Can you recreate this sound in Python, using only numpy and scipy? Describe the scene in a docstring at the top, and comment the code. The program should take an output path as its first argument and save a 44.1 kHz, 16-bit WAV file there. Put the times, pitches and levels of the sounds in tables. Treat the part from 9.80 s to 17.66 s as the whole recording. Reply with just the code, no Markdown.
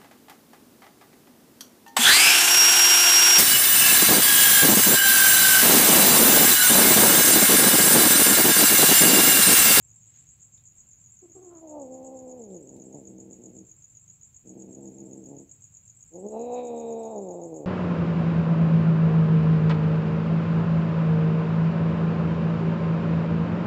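"""Cat yowling in a yard at night

Close to one microphone, a cat whimpers, moans down into a growl, growls again, then gives a loud
arching yowl. Its vocal folds run clean at high pitch and fall into strong-weak, uneven pulses when
low. Two crickets, one near and one farther off, scrape their wings throughout, each at its own rate.
Paws scuff and tick on the concrete, over a faint far rumble."""
import sys
import numpy as np
from scipy import signal
from scipy.fft import rfft, irfft, next_fast_len
from scipy.io import wavfile
from scipy.ndimage import uniform_filter1d

SR = 44100
rng = np.random.default_rng(int(sys.argv[2]) if len(sys.argv) > 2 else 0)


def digitize_waveform(pressure):
    """Quantize a signal to 16-bit integers and store it at the path in sys.argv[1].

    Rows of a 2-D input are taken as channels; values are limited to [-1, 1].
    """
    field = np.atleast_2d(pressure).T
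    bounded = np.clip(field, -1, 1)
    quanta = np.round(bounded * 32767).astype(np.int16)
    wavfile.write(sys.argv[1], SR, quanta)


N = 346613
TIME = np.arange(N) / SR


def gain_of(db):
    """Decibels to gain."""
    return 10 ** (np.asarray(db) / 20)


def unit_rms(x):
    """Scales to rms 1."""
    return x / np.sqrt(np.mean(x ** 2) + 1e-20)


def levelled(x, span_s=0.35):
    """Holds the running rms at 1."""
    size = max(int(span_s * SR), 8)
    power = uniform_filter1d(uniform_filter1d(x ** 2, size), size)
    return x / np.sqrt(abs(power) + 1e-14)


def add(mix, s, sound):
    """Mixes a sound in at time s."""
    part = mix[max(round(s * SR), 0):][:len(sound)]
    part += sound[:len(part)]


def swell(curve):
    """Gain along (time [s], level [dB]) points, silent outside them."""
    s, db = np.transpose(curve)
    edges = np.clip(np.minimum(TIME - s[0], s[-1] - TIME) / 0.0027, 0, 1)
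    return gain_of(np.interp(TIME, s, db)) * edges


def gate(start, end, attack_s, release_s=.02):
    """Rises from start, holds at 1, and dies away after end."""
    return np.clip((TIME - start) / attack_s, 0, 1) * np.exp(-np.clip((TIME - end) / release_s, 0, 20))


def band(x, lo_hz, hi_hz, order=2):
    """Band-pass."""
    return signal.sosfilt(signal.butter(order, [lo_hz, hi_hz], "band", fs=SR, output="sos"), x)


def colour(x, points):
    """Minimum-phase filter through (frequency [Hz], gain [dB]) points."""
    hz, db = np.transpose(points)
    f = abs(np.fft.fftfreq(8192, 1 / SR))
    log_gain = np.log(gain_of(np.interp(np.log(f + 1), np.log(hz), db)))
    taps = np.fft.ifft(np.exp(np.conj(signal.hilbert(log_gain)))).real
    return signal.oaconvolve(x, taps[:len(f) // 2])[:len(x)]


def resonate(x, hz, width_hz):
    """A resonance that follows the curve hz, applied twice for steep skirts."""
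    turn = np.exp(2j * np.pi * np.cumsum(hz) / SR)
    r = np.exp(-np.pi * width_hz / SR)
    return 2 * (turn * signal.lfilter([(1 - r) ** 2], [1, -2 * r, r * r], x / turn)).real


def wander(per_s):
    """Smooth random drift of rms 1."""
    size = next_fast_len(N, True)
    f = np.fft.rfftfreq(size, 1 / SR)
    return unit_rms(irfft(rfft(rng.standard_normal(size)) * np.exp(-(f / per_s) ** 2), size)[:N])


def yard(x, t60, delay_s=.004, before="constant"):
    """Scattered echoes off walls and ground; before="wrap" for a song that is already going."""
    t = np.arange(SR // 2) / SR
    reflections = rng.standard_normal(len(t)) * (rng.random(len(t)) < .1)
    taps = reflections * gain_of(-60 * t / t60) * (t > delay_s)
    return signal.oaconvolve(np.pad(x, (len(t) - 1, 0), before), taps / np.linalg.norm(taps), "valid")


# night air over the yard: (frequency [Hz], relative level [dB])
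AIR_SPECTRUM = [(20, -23.5), (50, -6.5), (110, 1.5), (170, -3.5), (250, -15.5), (400, -24), (800, -27),
                (1800, -31.5), (2500, -27.5), (3300, -33.5), (5000, -37), (9500, -37.5), (14000, -36.5)]
# a hum in the distance: (pitch [Hz], relative level [dB])
FAR_HUM = [(113.0, -69)]
def night_air(air_db=-64, hum_trim_db=-2):
    """Far rumble and faint hiss behind everything, with a wavering hum."""
    rumble = unit_rms(colour(rng.standard_normal(N), AIR_SPECTRUM))
    air = rumble * gain_of(air_db + .5 * wander(per_s=16))
    for hz, db in FAR_HUM:
        peak = np.sqrt(2) * gain_of(db + hum_trim_db + 3.8 * wander(per_s=4))
        air += peak * np.sin(2 * np.pi * np.cumsum(hz + 3 * wander(per_s=5)) / SR)
    return air


def chirp_times(running_count):
    """Time of every chirp, spaced evenly between the counted points."""
    s, count = np.transpose(running_count)
    return np.interp(np.arange(count[-1]), count, s)


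def chirps(times, gains, strokes, scatter_hz, scatter_db):
    """Each wing stroke drags a scraper over a file: a short tone that slides down."""
    song = np.zeros(N)
    for s, gain in zip(times, gains):
        for offset, length, start_hz, end_hz, db in strokes:
            shift, weakness = rng.standard_normal(2)
            hz = np.linspace(start_hz, end_hz, int(length * SR)) + scatter_hz * shift
            tone = np.sin(2 * np.pi * np.cumsum(hz) / SR) * signal.windows.tukey(len(hz), .75)
            add(song, s + offset - length / 2, gain * gain_of(db - scatter_db * weakness) * tone)
    return song


# pace of the far cricket: (time [s], chirps so far [count])
FAR_PACE = [(.047, 0), (2.018, 17), (3.87, 33), (5.376, 46), (6.736, 58), (7.887, 68)]
# its strength: (time [s], relative level [dB])
FAR_STRENGTH = [(0, -39), (2, -39.5), (3.5, -40.5), (5, -40.5), (6.5, -40), (7.8, -40.5)]
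# wing strokes of a chirp: (offset [s], length [s], start pitch [Hz], end pitch [Hz], gain [dB])
FAR_WINGS = [(-.0195, .006, 7420, 7410, -11), (-.0005, 0.011, 7916, 6967, -9.5)]
def far_cricket(wet_db=3, direct_db=-1, paths=4):
    """Farther off, higher and faster; heard mostly through echoes that change from chirp to chirp."""
    s = chirp_times(FAR_PACE)
    gains = gain_of(np.interp(s, *np.transpose(FAR_STRENGTH)))
    path = rng.integers(0, paths, len(s))
    songs = [chirps(s[path == k], gains[path == k], FAR_WINGS, scatter_hz=65, scatter_db=1)
             for k in np.unique(path)]
    return sum(gain_of(direct_db) * song + gain_of(wet_db) * yard(song, t60=0.32, before="wrap")
               for song in songs)


# pace of the near cricket, about eight chirps a second: (time [s], chirps so far [count])
NEAR_PACE = [(.106, 0), (1.650, 12), (2.021, 15), (2.641, 20), (3.276, 25), (4.302, 33), (4.568, 35),
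             (5.972, 46), (6.746, 52), (7.893, 61)]
# wing strokes of a chirp: (offset [s], length [s], start pitch [Hz], end pitch [Hz], gain [dB])
NEAR_WINGS = [(-.0385, .007, 6550, 6280, -17), (-.0213, .0075, 6950, 6500, -4),
              (-.0006, .0105, 7030, 6650, 0), (.003, .005, 6500, 6200, -15)]
# cover between it and the microphone: (time [s], share of the song scattered [0-1])
NEAR_COVER = [(0, 0.73), (.9, 0.42), (1.5, 0.43), (2.1, 0.24), (2.8, 0.14)]
def near_cricket(open_db=-40, cover_loss_db=5, echo_s=0.0081, echo_db=-10, wet_db=-48.5):
    """Nearby, coming out from cover, with one flickering wall echo and a thin tail from the yard."""
    s = chirp_times(NEAR_PACE)
    hidden = np.interp(TIME, *np.transpose(NEAR_COVER))
    gains = gain_of(open_db - cover_loss_db * np.interp(s, TIME, hidden))
    song = chirps(s, gains, NEAR_WINGS, scatter_hz=5.2, scatter_db=0.5)
    outline = abs(signal.hilbert(song, next_fast_len(N))[:N])
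    flicker = levelled(band(rng.standard_normal(N), 6450, 6950, order=3), span_s=0.0011) / np.sqrt(2)
    echo = np.interp(TIME - echo_s, TIME, outline, left=0) * flicker
    arriving = np.sqrt(1 - hidden) * song + np.sqrt(hidden) * yard(song, t60=0.18, delay_s=0)
    detuned = chirps(s, np.ones(len(s)), NEAR_WINGS, scatter_hz=70.4, scatter_db=0)
    tail = yard(detuned, t60=0.63, delay_s=0.0085, before="wrap")
    return arriving + gain_of(echo_db) * echo + gain_of(wet_db) * tail


def crickets(scrape_db=-24, octave_db=-42):
    """Both songs and the noise of the scraping files, radiated by the wings, with a faint octave."""
    songs = near_cricket() + far_cricket()
    strength = np.sqrt(abs(uniform_filter1d(songs ** 2, size=400)))
    scrape = gain_of(scrape_db) * unit_rms(band(rng.standard_normal(N), 5730, 8200, order=4))
    octave = gain_of(octave_db) * unit_rms(band(rng.standard_normal(N), 13000, 14200))
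    return band(songs, 6050, 8500, order=4) + strength * (scrape + octave)


# a paw scuffs the concrete: (time [s], level [dB])
PAW_SCUFF = [(.1, -89), (.3, -77.5), (.39, -71.5), (.46, -83), (.65, -83)]
# claws strike it: (time [s], relative level [dB], brightness [0-1])
CLAW_TICKS = [(0.7775, -51, 0.24), (2.7044, -60, 0.05), (2.9658, -45.5, 0.91), (4.3444, -60, .8),
              (7.2355, -48, 0.9)]
# colour of a ringing tick and of a bright one: (frequency [Hz], gain [dB])
CLAW_RING = [(2000, -35), (2700, -22), (3100, 10), (4600, -1.5), (5600, -1), (9000, -32)]
CLAW_SNAP = [(1500, -19), (3000, -7), (5000, -8), (9000, -10), (14000, -17.5)]
def paws(tick_trim_db=2, decay_s=0.0012, wet_db=-4):
    """One soft scuff on the concrete, then sharp claw ticks with a short echo off the yard."""
    ticks, t = np.zeros(N), np.arange(SR // 50) / SR
    for s, db, bright in CLAW_TICKS:
        blow = gain_of(db + tick_trim_db) * np.exp(-t / decay_s) * rng.choice([-1, 1], len(t))
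        add(ticks, s, (1 - bright) * colour(blow, CLAW_RING) + bright * colour(blow, CLAW_SNAP))
    scuff = unit_rms(band(rng.standard_normal(N), 1460, 4200) * gain_of(1.5 * wander(per_s=63)))
    return ticks + gain_of(wet_db) * yard(ticks, t60=.25) + scuff * swell(PAW_SCUFF)


# The cat, close by. A call is (gate, pitch, level, mouth, throat opening); "mouth" is the gain
# of the upper voice over the throat level, and the opening runs from 0 (nearly shut) to 1.
# whimpers; the faint second row is the first whimper's lingering echo:
# (start [s], length [s], pitch [Hz], level [dB], mouth [dB], nasal ring [dB])
WHIMPERS_AND_ECHO = [(1.417, .04, 386, -48, -25, -79), (1.488, .025, 351.7, -59, -19, -90),
                     (1.547, 0.049, 403.3, -45.5, -16, -73), (1.61, 0.1, 385, -47.5, -13.5, -74),
                     (1.699, .095, 359.9, -51, -9, -66.5)]
WHIMPER_ATTACK_S, WHIMPER_RELEASE_S = .016, .012
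def whimpers(sag_share=.12, fade_db=2, opening=0.52):
    """Four whimpers and the first one's lingering echo, each sagging in pitch and level."""
    for start, length, hz, db, mouth_db, _ in WHIMPERS_AND_ECHO:
        on = gate(start, start + length, WHIMPER_ATTACK_S, WHIMPER_RELEASE_S)
        progress = np.clip((TIME - start) / length, 0, 1)
        yield on, hz * (1 - sag_share * progress), db - fade_db * progress, mouth_db, opening


def nose(drive):
    """The whimpers ring in the nose; the first one's echo carries a trace of that ring."""
    gain = sum(gain_of(ring_db) * gate(start, start + length, WHIMPER_ATTACK_S, WHIMPER_RELEASE_S)
               for start, length, *_, ring_db in WHIMPERS_AND_ECHO)
    return levelled(band(drive, 900, 1310)) * gain


def vocal_folds(hz, db, taut_hz=206.4, slack_hz=128.1, doubling=0.34, throb_hz=71.87,
                quaver=.007, jitter=.045, shimmer=0.55, rasp=1.6):
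    """One pulse and a puff of noise a cycle; slack folds make every second pulse weak and late."""
    slack = np.clip((taut_hz - hz) / (taut_hz - slack_hz), 0, 1)
    softness_db = -46 - db  # low effort roughens slack folds and deepens the throb
    rough = np.clip(.075 + .26 * slack * 2 ** (softness_db / 8), 0, .75)
    unsteady_hz = hz * (1 + quaver * wander(per_s=70) + jitter * rough * wander(per_s=60))
    cycles = np.cumsum(unsteady_hz) / SR
    at = np.flatnonzero(np.diff(np.floor(cycles))) + 1  # first sample of each cycle
    uneven, slip = rng.standard_normal((N // 50, 2))[:len(at)].T
    weak = doubling * slack[at] * (np.arange(len(at)) % 2)
    # a second, slower vibration in the throat sways the size and timing of the pulses
    throb = np.sin(2 * np.pi * np.cumsum(throb_hz + 2.55 * wander(per_s=8)) / SR)
    throb_depth = np.clip(0.21 * 2 ** (softness_db / 9), 0, 1) * (1 - 0.66 * slack)
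    size = (1 - weak) * (1 + throb_depth * throb)[at] * np.exp(shimmer * rough[at] * uneven)
    late_cycles = 0.26 * weak + 0.031 * throb[at] + 0.091 * rough[at] * slip
    place = at + (late_cycles - cycles[at] % 1) * SR / hz[at]
    pulses = np.bincount(np.clip(np.round(place), 0, N - 1).astype(int), size, N)
    puffs = unit_rms((2 + np.exp(-(cycles % 1))) * rng.standard_normal(N))
    return pulses * np.sqrt(SR / hz) + rasp * np.sqrt(rough) * band(puffs, 750, 8000)


# colour of the throat, nearly shut and wide open: (frequency [Hz], gain [dB])
SHUT_COLOUR = [(40, -48), (85, -17), (130, -5), (195, 9), (260, 1.5), (325, 7), (390, -4.5), (460, -1.5),
               (540, -13.5), (660, -11.5), (740, -19.5), (880, -19), (1020, -38.5), (1400, -51)]
OPEN_COLOUR = [(40, -43.5), (100, -18.5), (165, -8.5), (240, -7.5), (330, 2.5), (420, -2), (495, 3),
               (600, -8.5), (730, -12.5), (880, -19.5), (1000, -29), (1150, -37), (1400, -50.5),
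               (2000, -61.5), (3000, -77.5)]
def throat_and_mouth(drive, db, mouth_db, opening, split_hz=580):
    """The throat colours the pulses; the opening mouth lets out the upper voice."""
    throat = (1 - opening) * colour(drive, SHUT_COLOUR) + opening * colour(drive, OPEN_COLOUR)
    low = signal.sosfiltfilt(signal.butter(6, split_hz, fs=SR, output="sos"), throat)
    upper = band(throat - low, 100, 1700)
    return levelled(low) * gain_of(db) + levelled(upper) * gain_of(db + mouth_db)


# the sinking moan and the arching yowl: (time [s], pitch [Hz], level [dB], mouth [dB])
MOAN_GLIDE = [(1.805, 338, -47, -1), (1.885, 305.7, -50.5, -2.5), (1.92, 302.8, -44, -3),
              (1.975, 298.1, -42, -4), (2.06, 255, -43.5, -7.5), (2.32, 264.4, -43, -9),
              (2.57, 250.2, -45.5, -8.5), (2.69, 193.8, -45.5, -21), (2.75, 178.5, -44.5, -13.5),
              (2.84, 135.7, -48, -23.5)]
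YOWL_GLIDE = [(6.305, 154.4, -53.5, -19.5), (6.36, 176.3, -41.5, -8), (6.405, 183.3, -43.5, -16),
              (6.46, 208.1, -33, -15), (6.5, 213.2, -40, -15.5), (6.55, 219.9, -35.5, -1.5),
              (6.65, 242.9, -35, -8), (6.78, 247.4, -35, -0.5), (6.82, 247.5, -35.5, -5),
              (6.88, 238.7, -35.5, -2.5), (7.15, 227.6, -35.5, -6), (7.31, 222.1, -40, 0),
              (7.39, 202.3, -35, -12), (7.49, 179.5, -39.5, -7), (7.63, 168.7, -40.5, -7.5),
              (7.78, 156.1, -40.5, -11), (7.86, 135.5, -39.5, -12)]
def moan_and_yowl(moan_opening=0.77, yowl_opening=0.89):
    """Two long gliding calls, sung with the throat well open."""
    for glide, opening in (MOAN_GLIDE, moan_opening), (YOWL_GLIDE, yowl_opening):
        s, *columns = np.transpose(glide)
        hz, db, mouth_db = (np.interp(TIME, s, column) for column in columns)
        yield gate(s[0], s[-1], attack_s=.035), hz, db, mouth_db, opening


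# growls, the first running on from the moan:
# (start [s], end [s], pitch [Hz], level [dB], effort slope [dB/s], mouth [dB], throat opening [0-1])
GROWL_NOTES = [(2.81, 3.83, 132.2, -47.5, -3, -17, 0.22), (4.63, 5.614, 129, -47, .5, -20, 0.14)]
# pushes of effort within them: (time [s], boost [dB])
GROWL_PUSHES = [(2.98, 1.5), (3.159, 5), (3.801, 2), (5.038, 2.5), (5.209, 2), (5.525, 3.5)]
def growls(tremor_db=0.55, push_half_s=.035, hz_per_db=3, mouth_per_db=1.07):
    """Held low calls, the first sagging slowly, the second building slowly; wavering effort lifts the pitch and
    parts the lips."""
    for start, end, hz, db, db_per_s, mouth_db, opening in GROWL_NOTES:
        effort = db_per_s * (np.clip(TIME, start, end) - start) + tremor_db * wander(per_s=10)
        effort += sum(boost * np.exp(-((TIME - s) / push_half_s) ** 2)
                      for s, boost in GROWL_PUSHES if start < s < end)
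        on = gate(start, end, attack_s=.07)
        yield on, hz + hz_per_db * effort, db + effort, mouth_db + mouth_per_db * effort, opening


# the teeth are bared in the loud yowl: (time [s], relative level [dB])
SNARL_SWELL = [(6.49, -91.5), (6.57, -73), (6.78, -66), (7.29, -73), (7.36, -82), (7.66, -91)]
CRACK_S, CRACK_HALF_S = 6.79, .035  # the voice cracks at the top of the yowl
def bared_teeth(burst_db):
    """Gain of the snarl, with a burst where the voice cracks."""
    return swell(SNARL_SWELL) * gain_of(burst_db * np.exp(-((TIME - CRACK_S) / CRACK_HALF_S) ** 2))


# rings of the bared mouth: (frequency [Hz], width [Hz], gain [dB], slope [dB/s])
SNARL_RINGS = [(2494, 375, 0, -4.5), (3793, 260, -.5, 2.5)]
# the lips close: (time [s], factor on the ring frequencies [ratio])
LIP_CLOSING = [(6.55, 1.044), (6.8, 0.998), (7, 0.99), (7.3, 0.99)]
def snarl(drive):
    """The bared mouth adds two high rings, which sink as the lips close."""
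    lips = np.interp(TIME, *np.transpose(LIP_CLOSING))
    rings = sum(levelled(resonate(drive, hz * lips, width)) * gain_of(db + db_per_s * (TIME - CRACK_S))
                for hz, width, db, db_per_s in SNARL_RINGS)
    return rings * bared_teeth(burst_db=7)


def voice_crack(hiss_db=-10):
    """A fluttering hiss that rides on the snarl and bursts out where the voice cracks."""
    hiss = unit_rms(band(rng.standard_normal(N), 920, 2600) * gain_of(2.8 * wander(per_s=140)))
    return gain_of(hiss_db) * hiss * bared_teeth(burst_db=10)


def cat(tremor_db=1.1, mouth_tremor_db=1.66):
    """One voice makes all the calls, each handing over to the next; level and mouth never hold still."""
    gates, *controls = zip(*whimpers(), *moan_and_yowl(), *growls())
    gates = [on + 1e-9 for on in gates]  # keeps the blend defined between calls
    sounding = sum(gates)
    hz, db, mouth_db, opening = (sum(on * value for on, value in zip(gates, control)) / sounding
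                                 for control in controls)
    db += 20 * np.log10(np.minimum(sounding, 1)) + tremor_db * wander(per_s=44)
    mouth_db += mouth_tremor_db * wander(per_s=7.6)
    drive = vocal_folds(hz, db)
    hiss = rng.standard_normal(N)
    voice = throat_and_mouth(drive, db, mouth_db, opening)
    return voice + nose(drive + 0.12 * hiss) + snarl(drive + 0.46 * hiss) + voice_crack()


def scene(cat_wet_db=-13):
    """One microphone in the yard: the cat close by, the walls answering, the crickets around it."""
    voice = cat()
    echoes = gain_of(cat_wet_db) * yard(voice, t60=0.55)
    return (voice + echoes + crickets() + paws() + night_air())[None]


def record(dry, edge_hz=15750, fade_s=.012):
    """The recorder's band limit, with a soft end."""
    faded = dry * np.clip((TIME[-1] - TIME) / fade_s, 0, 1)
    low_pass = signal.firwin(511, edge_hz, window=("kaiser", 9), fs=SR)
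    return signal.oaconvolve(faded, low_pass[None], "same")


dry = scene()
out = record(dry)
digitize_waveform(out)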